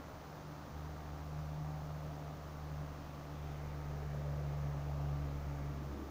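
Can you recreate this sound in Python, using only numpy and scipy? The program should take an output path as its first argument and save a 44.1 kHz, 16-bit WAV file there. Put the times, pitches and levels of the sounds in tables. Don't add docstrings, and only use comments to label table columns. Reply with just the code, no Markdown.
import sys
import numpy as np
from scipy import signal
from scipy.fft import rfft, irfft
from scipy.io import wavfile

SR = 44100
rng = np.random.default_rng(int(sys.argv[2]) if len(sys.argv) > 2 else 0)


def store_pcm(level_fs):
    pcm = np.round(np.clip(level_fs, -1, 1) * 32767).astype(np.int16)
    wavfile.write(sys.argv[1], SR, np.atleast_2d(pcm).T)


N = 269010


def from_db(db):
    return 10 ** (np.asarray(db) / 20)


def rms_one(x):
    return x / np.sqrt(np.mean(x ** 2) + 1e-20)


def in_time(rows):
    times_s, *columns = np.transpose(rows)
    return [np.interp(np.arange(N) / SR, times_s, column) for column in columns]


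def drift(rate_hz):
    hz = np.arange(N // 2 + 1) * SR / N
    return rms_one(irfft(rfft(rng.standard_normal(N)) / (1 + (hz / rate_hz) ** 4), N))


def coloured_noise(spectrum):
    hz = np.maximum(np.arange(N // 2 + 1) * SR / N, 1)
    points_hz, level_db = np.transpose(spectrum)
    gain = from_db(np.interp(np.log(hz), np.log(points_hz), level_db))
    return rms_one(irfft(rfft(rng.standard_normal(N)) * gain, N))


def band_noise(low_hz, high_hz):
    band = signal.butter(2, [low_hz, high_hz], "band", fs=SR, output="sos")
    return rms_one(signal.sosfilt(band, rng.standard_normal(N + SR))[SR:])


def turning(rate_hz):
    return 2 * np.pi * np.cumsum(rate_hz) / SR


def tone(angle):
    return np.sqrt(2) * np.sin(angle + rng.uniform(0, 2 * np.pi))


def far_tones(angle, orders, scatter, flutter_hz):
    out = np.zeros(N)
    for multiple, level_db in orders:
        paths = 1 + scatter * (drift(flutter_hz) + 1j * drift(flutter_hz))
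        out += from_db(level_db) * rms_one((paths * np.exp(1j * multiple * angle)).imag)
    return out


def puffs(angle, low_hz, high_hz, sharpness):
    return rms_one(np.exp(sharpness * np.cos(angle)) * band_noise(low_hz, high_hz))


def self_noise(hiss_db, whine_hz, whine_db, overtone_db):
    # frequency_hz, relative_density_db
    hiss_spectrum = [(1000, -6), (4000, 0), (6400, -0.5), (7300, -7), (8000, -13), (13900, -13.5),
                     (14700, 0), (16000, -6)]
    angle = turning(np.full(N, whine_hz))
    whine = from_db(whine_db) * tone(angle) + from_db(overtone_db) * tone(2 * angle)
    return from_db(hiss_db) * coloured_noise(hiss_spectrum) + whine


def neighbourhood(hush_db, sway_db):
    # frequency_hz, relative_density_db
    hush_spectrum = [(45, -23), (61, 6.5), (85, -1), (120, 3.5), (200, -0.5), (270, -1.5), (340, -5),
                     (620, -5.5), (900, -7), (1300, -10), (2000, -18.5), (3000, -26), (6000, -48.5)]
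    return from_db(hush_db + sway_db * drift(1.0)) * coloured_noise(hush_spectrum)


def garden_machine(gear_ratio):
    # time_s, rotation_hz
    engine_speed = [(0, 96.8), (.6, 98.6), (2.0, 96.4), (3.1, 95.0), (3.8, 97.1), (4.7, 95.8), (5.1, 97.1),
                    (6.1, 96.9)]
    # multiple, level_db
    engine_orders = [(1, -69), (2, -70), (3, -63.5), (4, -74), (5, -79.5), (6, -69.5), (8, -72.5), (9, -71),
                     (10, -75), (11, -74.5), (12, -67.5), (13, -70), (14, -77)]
    # multiple, level_db
    shaft_orders = [(4, -68), (5, -69), (7, -71.5), (8, -71), (9, -67), (10, -65.5), (11, -68), (12, -75),
                    (13, -75.5)]
    engine_angle = turning(*in_time(engine_speed))
    shaft_angle = gear_ratio * engine_angle
    engine = far_tones(engine_angle, engine_orders, scatter=0.18, flutter_hz=2.9)
    exhaust = from_db(-72.5) * puffs(engine_angle, low_hz=1080, high_hz=2200, sharpness=1.1)
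    shaft = far_tones(shaft_angle, shaft_orders, scatter=0.36, flutter_hz=2.25)
    chop = from_db(-65.5) * puffs(shaft_angle, low_hz=570, high_hz=1510, sharpness=1.6)
    return engine + exhaust + shaft + chop


def plane_rumble(level_db):
    return from_db(level_db) * band_noise(24, 31.3)


def noise_hump(course, width_octaves, patchy_db):
    level_db, centre_hz = in_time(course)
    edges_hz = np.geomspace(150, 6000, 17)
    out, power = 0, 1e-12
    for low, high in zip(edges_hz, edges_hz[1:]):
        octaves_away = np.log2(np.sqrt(low * high) / centre_hz)
        gain = np.exp(-.5 * (octaves_away / width_octaves) ** 2)
        out += gain * from_db(patchy_db * drift(1.44)) * band_noise(low, high)
        power += gain ** 2
    return from_db(level_db) * out / np.sqrt(power)


def torn_air():
    # time_s, level_db, centre_hz
    rush_course = [(0, -61, 870), (1.1, -67, 840), (1.9, -57.5, 640), (2.5, -66, 610), (3.2, -61, 540),
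                   (4.3, -56, 550), (5.0, -54, 580), (5.4, -59, 490), (5.8, -54, 304)]
    # time_s, level_db, centre_hz
    swish_course = [(0, -84, 3500), (2.0, -81, 3900), (2.9, -77, 2700), (3.5, -68, 2400), (3.8, -69, 1630),
                    (4.6, -69, 1920), (6.1, -72.5, 1950)]
    rush = noise_hump(rush_course, width_octaves=0.48, patchy_db=1.43)
    swish = noise_hump(swish_course, width_octaves=0.42, patchy_db=3.0)
    return rush + swish


def propeller(blades, blade_pass_hz, sag_from_s, sag_until_s, sag_hz_per_s):
    # time_s, level_db
    first_fading = [(0.0, -54), (0.32, -67), (0.63, -53.5), (0.66, -65), (0.73, -49), (2.11, -50),
                    (2.23, -55), (2.8, -48), (3.23, -55.5), (3.53, -47.5), (5.45, -43.5), (6.1, -48.5)]
    # time_s, level_db
    second_fading = [(0.05, -63.5), (0.5, -49.5), (0.58, -56.5), (0.88, -50.5), (1.0, -54), (1.51, -43),
                     (2.29, -48), (2.43, -55), (2.81, -43), (2.91, -53), (4.62, -39.5), (4.89, -42.5),
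                     (5.1, -39), (5.42, -46), (5.7, -43), (5.9, -49.5), (5.94, -63), (6.02, -60.5)]
    # multiple, relative_level_db
    upper_orders = [(3, -65.5), (4, -61.5), (5, -75), (7, -76), (8, -74)]
    t = np.arange(N) / SR
    sagging_s = np.clip(t, sag_from_s, sag_until_s) - sag_from_s
    angle = turning(blade_pass_hz - sag_hz_per_s * sagging_s)
    first_gain = from_db(*in_time(first_fading))
    second_gain = from_db(*in_time(second_fading))
    upper_gain = from_db(-14 + 3 * t)
    first = first_gain * far_tones(angle, [(1, 0.2)], scatter=0.12, flutter_hz=7.6)
    throb = first_gain * far_tones(angle / blades, [(1, -14.5)], scatter=0.27, flutter_hz=4.0)
    second = second_gain * far_tones(angle, [(2, 0.16)], scatter=0.11, flutter_hz=10.0)
    upper = upper_gain * far_tones(angle, upper_orders, scatter=0.6, flutter_hz=3.8)
    return first + throb + second + upper


def scene():
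    plane = propeller(blades=3, blade_pass_hz=75.65, sag_from_s=1.72, sag_until_s=5.35, sag_hz_per_s=1.25)
    plane += torn_air()
    machine = garden_machine(gear_ratio=18 / 25)
    hush = neighbourhood(hush_db=-53, sway_db=0.15)
    return (plane + plane_rumble(level_db=-71) + machine + hush)[None]


def record(dry):
    noise = self_noise(hiss_db=-65, whine_hz=6448.5, whine_db=-90, overtone_db=-96)
    low_pass = signal.ellip(12, .1, 80, 15550, fs=SR, output="sos")
    return signal.sosfilt(low_pass, dry + noise)


dry = scene()
out = record(dry)
store_pcm(out)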